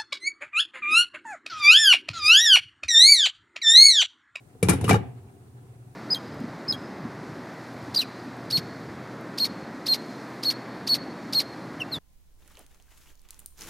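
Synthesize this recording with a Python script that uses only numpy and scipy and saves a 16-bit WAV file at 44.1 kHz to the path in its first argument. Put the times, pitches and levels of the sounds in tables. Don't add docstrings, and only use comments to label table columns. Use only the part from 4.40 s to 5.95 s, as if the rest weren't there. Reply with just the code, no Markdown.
import sys
import numpy as np
from scipy import signal
from scipy.io import wavfile

SR = 44100
rng = np.random.default_rng(int(sys.argv[2]) if len(sys.argv) > 2 else 0)


def wrap_up_sound(samples):
    columns = np.atleast_2d(samples).T
    tamed = np.clip(columns, -1, 1)
    steps = np.round(tamed * 32767).astype(np.int16)
    wavfile.write(sys.argv[1], SR, steps)


def attenuation_scalar(level_db):
    decades = np.asarray(level_db, float) / 20
    return 10 ** decades


N = 68355
TIME_S = np.arange(N) / SR
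SIDES = np.array([[1.], [-1.]])

# start [s], thud [dB], clank re thud [dB], favoured thud [Hz], favoured clank [Hz].
CONTACTS = [(.152, -36, -34, 470, 800), (.151, -41, -42, 110, 800), (0.37, -25, -29, 110, 1313),
            (0.387, -18.5, -38, 152, 900), (.228, -6, -16, 485, 2350), (0.228, -12, -12, 119.7, 5330),
            (.234, -13, -30, 177, 950), (0.248, -20, -18.5, 111, 2350), (0.261, -26, -32, 110, 2350),
            (.272, -13, -22.5, 114.2, 2350), (0.288, -9.5, -11, 177, 2880), (.321, -18, -5, 215, 1420),
            (0.423, -19.5, -24, 104, 3700), (.464, -21, -17.5, 130, 1240), (0.489, -9, -13.5, 97, 1275),
            (0.52, -10.5, -11, 160.5, 1490), (.537, -12, -34, 130, 1800), (.565, -19, -12.5, 483, 1420),
            (0.2864, -8, -4.5, 412, 1050), (0.2943, -10, -8, 160, 1385), (0.298, -13, -8.5, 345, 2350),
            (0.31, -10, -7.5, 344, 1830), (0.336, -10, -19.5, 287, 910), (0.349, -15, -21, 130, 800),
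            (0.4, -47.5, -9.5, 356, 940), (0.412, -14.5, -20.5, 130, 910), (.442, -15, -18, 442, 2420),
            (.447, -8.5, -18.5, 145, 3050), (0.48, -16, -8, 170, 1170), (0.4935, -14.5, 4.5, 449, 1165),
            (0.496, -12.5, -5, 129.5, 1850), (.510, -17, 3, 130, 736), (.512, -14, 0.5, 283, 2350),
            (.530, -8.5, -9.5, 182.4, 1500), (0.543, -11, -5.5, 399, 960), (.556, -10, -20.5, 485, 1440),
            (0.591, -14.5, -20, 130, 745), (0.608, -20, -20.5, 173, 2350)]
# time [s], level [dB].
SLIDE_LEVEL = [(0.26, -110), (0.29, -37), (0.34, -43), (0.38, -58.5), (0.47, -47), (0.5, -31.5),
               (0.56, -42.5), (0.6, -56), (0.85, -110)]
# frequency [Hz], likeness [-1 to 1].
SIMMER_LIKENESS = [(60, 0.66), (180, 1), (550, -0.12), (1650, -0.25), (4970, -0.024), (15000, -0.031)]
# frequency [Hz], left-right [dB].
SIMMER_LEAN = [(60, 1), (180, 4), (550, 3.5), (1650, -1), (4970, 0), (15000, -4.5)]


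def rms_one(x):
    return x / np.sqrt(np.mean(x ** 2) + 1e-20)


def along(rows, x, warp=np.log):
    table = np.array(rows)
    return np.interp(warp(x), warp(table[:, 0]), table[:, 1])


def in_time(rows):
    return attenuation_scalar(along(rows, TIME_S, np.asarray))


def drift(rate_hz):
    pole = np.exp(-2 * np.pi * rate_hz * 40 / SR)
    white = rng.standard_normal(N // 40 + 2002)
    slow = signal.lfilter([1], [1, -2 * pole, pole * pole], white)[2000:]
    return np.interp(np.arange(N) / 40, np.arange(len(slow)), rms_one(slow))


def swell(start_s, half_s):
    return np.exp(-((TIME_S - start_s) / half_s) ** 2)


def ring(clicks, hz, t60_s):
    pole, turn = attenuation_scalar(-60 / (t60_s * SR)), 2 * np.pi * hz / SR
    return signal.lfilter([0, np.sin(turn)], [1, -2 * pole * np.cos(turn), pole * pole], clicks + 1e-18)


def clicks_at(start_s, level_db):
    out = np.zeros(N)
    np.add.at(out, (start_s * SR).astype(int), attenuation_scalar(level_db))
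    return out


def grains(rate_per_s, spread_db):
    sizes = attenuation_scalar(spread_db * np.minimum(rng.exponential(1, N), 4)) * rng.choice([-1, 1], N)
    return rms_one(sizes * (rng.random(N) < rate_per_s / SR))


def bands(spectrum, lean, shape):
    edges_hz = 22 * 2 ** np.arange(0, 9.7, 1 / 3)
    lowest_hz, highest_hz = spectrum[0][0] * .85, spectrum[-1][0] * 1.15
    white = rng.standard_normal((2, 2, N))
    out, power = 0, 0
    for k, (low, high) in enumerate(zip(edges_hz, edges_hz[1:])):
        hz = np.sqrt(low * high)
        if not lowest_hz < hz < highest_hz:
            continue
        band = signal.butter(2, [low, high], "band", fs=SR, output="sos")
        mid, side = signal.sosfilt(band, white[k % 2])
        gain, alike = shape(hz)
        alike = np.clip(alike, -1, 1)
        level = attenuation_scalar(along(spectrum, hz))
        power += level ** 2 * (high - low) * 2 / SR
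        stereo = np.sqrt(1 + alike) * mid + np.sqrt(1 - alike) * side * SIDES
        out = out + level * attenuation_scalar(SIDES * along(lean, hz) / 2) * gain * stereo
    return out / np.sqrt(2 * power)


def port(x):
    centre_hz, width_hz = 9750, 1160
    return signal.lfilter(*signal.iirpeak(centre_hz, centre_hz / width_hz, fs=SR), x)


def seated():
    return attenuation_scalar(-np.clip((TIME_S - .565) * 502, 0, 10.5))


def kitchen(x):
    t60_s, wall_cut_hz = 0.44, 2900
    dull = np.exp(-2 * np.pi * wall_cut_hz / SR)
    out = np.zeros((2, N))
    for k, lag in enumerate((rng.uniform(.015, .045, 16) * SR).astype(int)):
        loop, state = x.copy(), [0.]
        gain = attenuation_scalar(-60 * lag / SR / t60_s)
        for i in range(lag, N, lag):
            back, state = signal.lfilter([gain * (1 - dull)], [1, -dull], loop[i - lag:i], zi=state)
            loop[i:i + lag] += back[:N - i]
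        out[k % 2] += (loop - x) * (-1) ** (k // 2)
    return out


def hob_hum():
    # time [s], swell [dB], half length [s].
    gulps = [(0.014, -6, 0.043), (0.695, 2, 0.016), (0.771, 1.5, 0.024), (0.886, -0.5, 0.012),
             (1.015, -3.5, 0.024), (1.089, -2, .015), (1.16, 2.5, 0.029), (1.198, 1, 0.013),
             (1.24, -1.5, 0.016), (1.301, 2.5, 0.024), (1.359, 3, 0.01), (1.416, 3.5, .025),
             (1.469, 9, 0.0076), (1.507, 4, .015)]
    gulp = sum(attenuation_scalar(db) * swell(start_s, half_s) for start_s, db, half_s in gulps)
    return (0.24 + 1.3 * gulp) * attenuation_scalar(5.5 + .5 * drift(0.85)) * np.sin(2 * np.pi * 120.5 * TIME_S)


def boil_rumble():
    # frequency [Hz], density [dB per Hz].
    rumble_spectrum = [(40, -15.5), (75, 4.5), (119, 8), (200, -1), (400, -5), (580, -12), (740, -12.5),
                       (1400, -19.5), (3600, -32)]
    # time [s], rise [dB].
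    surges = [(.79, 4.9), (0.889, 7), (1.02, 2.7), (1.18, 6.6), (1.42, 3)]
    surge_db = drift(17) + sum(db * swell(start_s, 0.021) for start_s, db in surges)

    def shape(hz):
        share = np.clip(np.log2(hz / 279), .3, 1.2)
        return attenuation_scalar(surge_db * share + 2.8 * drift(23)), along(SIMMER_LIKENESS, hz)

    return attenuation_scalar(-56.5) * bands(rumble_spectrum, SIMMER_LEAN, shape)


def steam_hiss():
    # frequency [Hz], density [dB per Hz].
    hiss_spectrum = [(1470, 1.5), (2500, -2), (3300, -5.5), (6200, -5), (8170, -4), (11000, -18.5),
                     (13000, -7), (15600, -8), (16500, -3)]
    hiss = bands(hiss_spectrum, SIMMER_LEAN,
                 lambda hz: (attenuation_scalar(0.34 * drift(23)), along(SIMMER_LIKENESS, hz)))
    return attenuation_scalar(-69.5) * (hiss + attenuation_scalar(9.5) * port(hiss))


def air_boom():
    # frequency [Hz], width [Hz], level [dB].
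    air_modes = [(121.4, 35, -17.5), (99, 13, -11.5), (262, 44, -15.5), (371.4, 46, -16.5),
                 (714.6, 46, -22)]
    bursts = grains(rate_per_s=1500, spread_db=2.0) * attenuation_scalar(1.3 * drift(13.13))
    return rms_one(sum(attenuation_scalar(db) * rms_one(ring(bursts, hz, 1.78 / width_hz))
                       for hz, width_hz, db in air_modes))


def simmer():
    # time [s], air space level [dB].
    air_level = [(0.0, -57), (0.21, -53), (0.25, -29.5), (0.378, -43.5), (0.43, -31.5), (0.832, -49.5),
                 (1.082, -54.5), (1.32, -52), (1.55, -55.5)]
    boom = air_boom()
    rumble = boil_rumble()
    hiss = steam_hiss()
    return in_time(air_level) * (boom + hob_hum()) + rumble + hiss


def crack():
    # start [s], peak [dB], left-right [dB], extra ring of the near port [dB].
    sharp_contacts = [(.2283, -19.5, 5, 10.5), (.2862, -15, 1.5, 2), (0.2941, -16.5, 6, 17.5),
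                      (0.2996, -22.5, 7, 16.5), (.3105, -31.5, 4.5, 14), (0.3324, -30, -4, 12.5),
                      (0.4115, -35, 2.5, 12), (.4420, -27.5, 6.5, -4), (0.4444, -42.5, 2, 6.5),
                      (.481, -42.5, 8, 14), (.488, -40, 14, 12.5), (.515, -30, 2, -4), (.536, -36, -2, 2),
                      (.556, -32.5, 4, -10), (.321, -38, 7, 10), (.465, -59, 0, 8), (0.4927, -18, 14, -18),
                      (.4975, -17.5, 0.5, -0.5), (0.508, -17.5, -4, -0.5), (0.5296, -27, 7, 5),
                      (0.544, -27, 3.5, -8)]
    # frequency [Hz], density [dB per Hz].
    crack_spectrum = [(290, 2), (500, -12), (1020, -9.5), (2320, -5.5), (3350, -13.5), (7490, -16),
                      (10000, -20), (15600, -29.5), (16500, -46.5)]
    # frequency [Hz], left-right [dB].
    crack_lean = [(60, 0.5), (150, 2), (380, 11.5), (950, 4), (2380, -7.5), (5980, -2.5), (15000, 22)]
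    # frequency [Hz], t60 [s].
    metal_t60 = [(600, 0.2), (2500, 0.031), (6000, 0.11), (10000, 0.041), (16000, 0.017)]
    # frequency [Hz], t60 [s].
    room_t60 = [(600, 0.485), (2500, 0.5), (5000, 0.26), (16000, 0.19)]
    start_s, peak_db, pan_db, port_db = np.transpose(sorted(sharp_contacts))
    power = np.array([clicks_at(start_s, 2 * (peak_db - 6) + pan_db * side) for side in (1, -1)]) + 1e-18
    grind = (in_time(SLIDE_LEVEL) * attenuation_scalar(-5.5 + 2.8 * drift(43))) ** 2
    seat = seated() ** 2

    def fade(table, hz):
        return signal.lfilter([1], [1, -attenuation_scalar(-120 / (along(table, hz) * SR))], power)

    def shape(hz):
        metal = seat * (fade(metal_t60, hz) + grind)
        room = seat ** 0.48 * attenuation_scalar(2 * -16) * fade(room_t60, hz)
        return np.sqrt(metal + room), 0.18

    out = bands(crack_spectrum, crack_lean, shape)
    latest = np.clip(np.searchsorted(start_s * SR, np.arange(N)) - 1, 0, None)
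    near = attenuation_scalar(1 + port_db[latest]) * port(out[0])
    return out + [near, 0 * near]


def struck(modes, force_db, favoured_hz, slide, width, spread_db, loss_db):
    favour_oct, favour_db, touch_s = 0.25, 18, .0022
    start_s = np.array(CONTACTS)[:, 0]
    touch = np.arange(4)
    count, size = len(start_s), (48, 4)
    when_s = start_s[:, None] + touch_s * touch * rng.uniform(.7, 1.3, size)[:count]
    out = 0
    for hz, level_db, t60_s in modes:
        near_db = favour_db * (np.exp(-(np.log2(hz / favoured_hz) / favour_oct) ** 2) - .5)
        uneven_db = spread_db * rng.standard_normal(size)[:count]
        touch_db = (force_db + near_db)[:, None] - loss_db * touch + uneven_db
        blows = clicks_at(when_s.ravel(), touch_db.ravel())
        tone = ring(attenuation_scalar(level_db) * (blows + slide), hz, t60_s)
        quarter_late = np.gradient(tone) * SR / (2 * np.pi * hz)
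        turn = width * rng.uniform(-1.5, 1)
        out = out + np.cos(turn) * tone + np.sin(turn) * quarter_late * SIDES
    return out


def held_modes(modes):
    split, grip_t60_s = .03, .052
    held = []
    for hz, level_db, t60_s in modes:
        for k in (-1, 0, 1):
            split_hz = hz * (1 + split * k * rng.uniform(0.532, 1.24))
            held.append((split_hz, level_db - 5 - 2 * abs(k), min(t60_s, grip_t60_s * (1.4 - 0.18 * abs(k)))))
    return held


def pot_and_lid():
    # frequency [Hz], level [dB], t60 [s].
    pot_modes = [(91.5, -21.5, 0.089), (108.2, 2.5, 0.126), (130, -3.5, 0.086), (178.7, 1, 0.1),
                 (215, -11, 0.112), (274.6, -5, 0.11), (345, -7.5, 0.086), (415, -10.5, 0.082),
                 (463.1, -2.5, 0.05), (510, -15.5, 0.02), (152.3, -4, 0.085)]
    # frequency [Hz], level [dB], t60 [s].
    lid_modes = [(739, -13, 0.36), (756.6, 0.5, 0.19), (838.5, -3.5, 0.3), (927, -9.5, 0.038),
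                 (1018, -21, 0.18), (1192, -6, 0.039), (1371, -4, 0.36), (1580, -6, 0.016),
                 (1738, -7.5, 0.09), (2030, -8.5, 0.069), (2350, -4, 0.21), (2880, -6, 0.24),
                 (3760, -7.5, 0.084), (5420, -14.5, 0.055)]
    _, thud_db, clank_db, thud_hz, clank_hz = np.transpose(CONTACTS)
    slide = in_time(SLIDE_LEVEL) * grains(rate_per_s=730, spread_db=2) * 0.034
    thud = struck(pot_modes, thud_db - 13, thud_hz, slide * attenuation_scalar(14.5),
                  width=0.067, spread_db=2.2, loss_db=12)
    thud = signal.sosfilt(signal.butter(2, 1500, fs=SR, output="sos"), thud)
    clank = struck(held_modes(lid_modes), thud_db + clank_db - 11.5, clank_hz, slide * attenuation_scalar(2),
                   width=1.135, spread_db=6.5, loss_db=4.5)
    return thud * seated() ** .5, clank * seated() * attenuation_scalar(1.7 * SIDES)


def scene():
    thud, clank = pot_and_lid()
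    echo = kitchen(clank.mean(axis=0) + attenuation_scalar(-2.5) * thud.mean(axis=0))
    side = SIDES * (echo[0] - echo[1]) / 2
    echo = echo - signal.sosfilt(signal.butter(2, 260, fs=SR, output="sos"), side)
    blows = thud + clank + attenuation_scalar(-20.5) * echo + crack()
    gap_hz, gap_width_hz = 618, 93
    gap = signal.lfilter(*signal.iirpeak(gap_hz, gap_hz / gap_width_hz, fs=SR), blows)
    return blows - .6 * gap + simmer()


def low_pass(x):
    return signal.sosfilt(signal.butter(12, 16800, fs=SR, output="sos"), x)


def record(dry):
    low_cut_hz, top_cut_hz, ceiling = 85, 16700, 2.0
    x = signal.sosfilt(signal.butter(6, low_cut_hz, "high", fs=SR, output="sos"), dry) + attenuation_scalar(-33) * dry
    noise_band = signal.butter(2, [36, 75], "band", fs=SR, output="sos")
    mid, side = signal.sosfilt(noise_band, rng.standard_normal((2, N)))
    x = x + attenuation_scalar(-70) * rms_one(mid + .45 * SIDES * side)
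    rounded = ceiling * np.tanh(x / ceiling)
    return low_pass(signal.sosfilt(signal.cheby2(14, 60, top_cut_hz, fs=SR, output="sos"), rounded))


dry = scene()
out = record(dry)
wrap_up_sound(out)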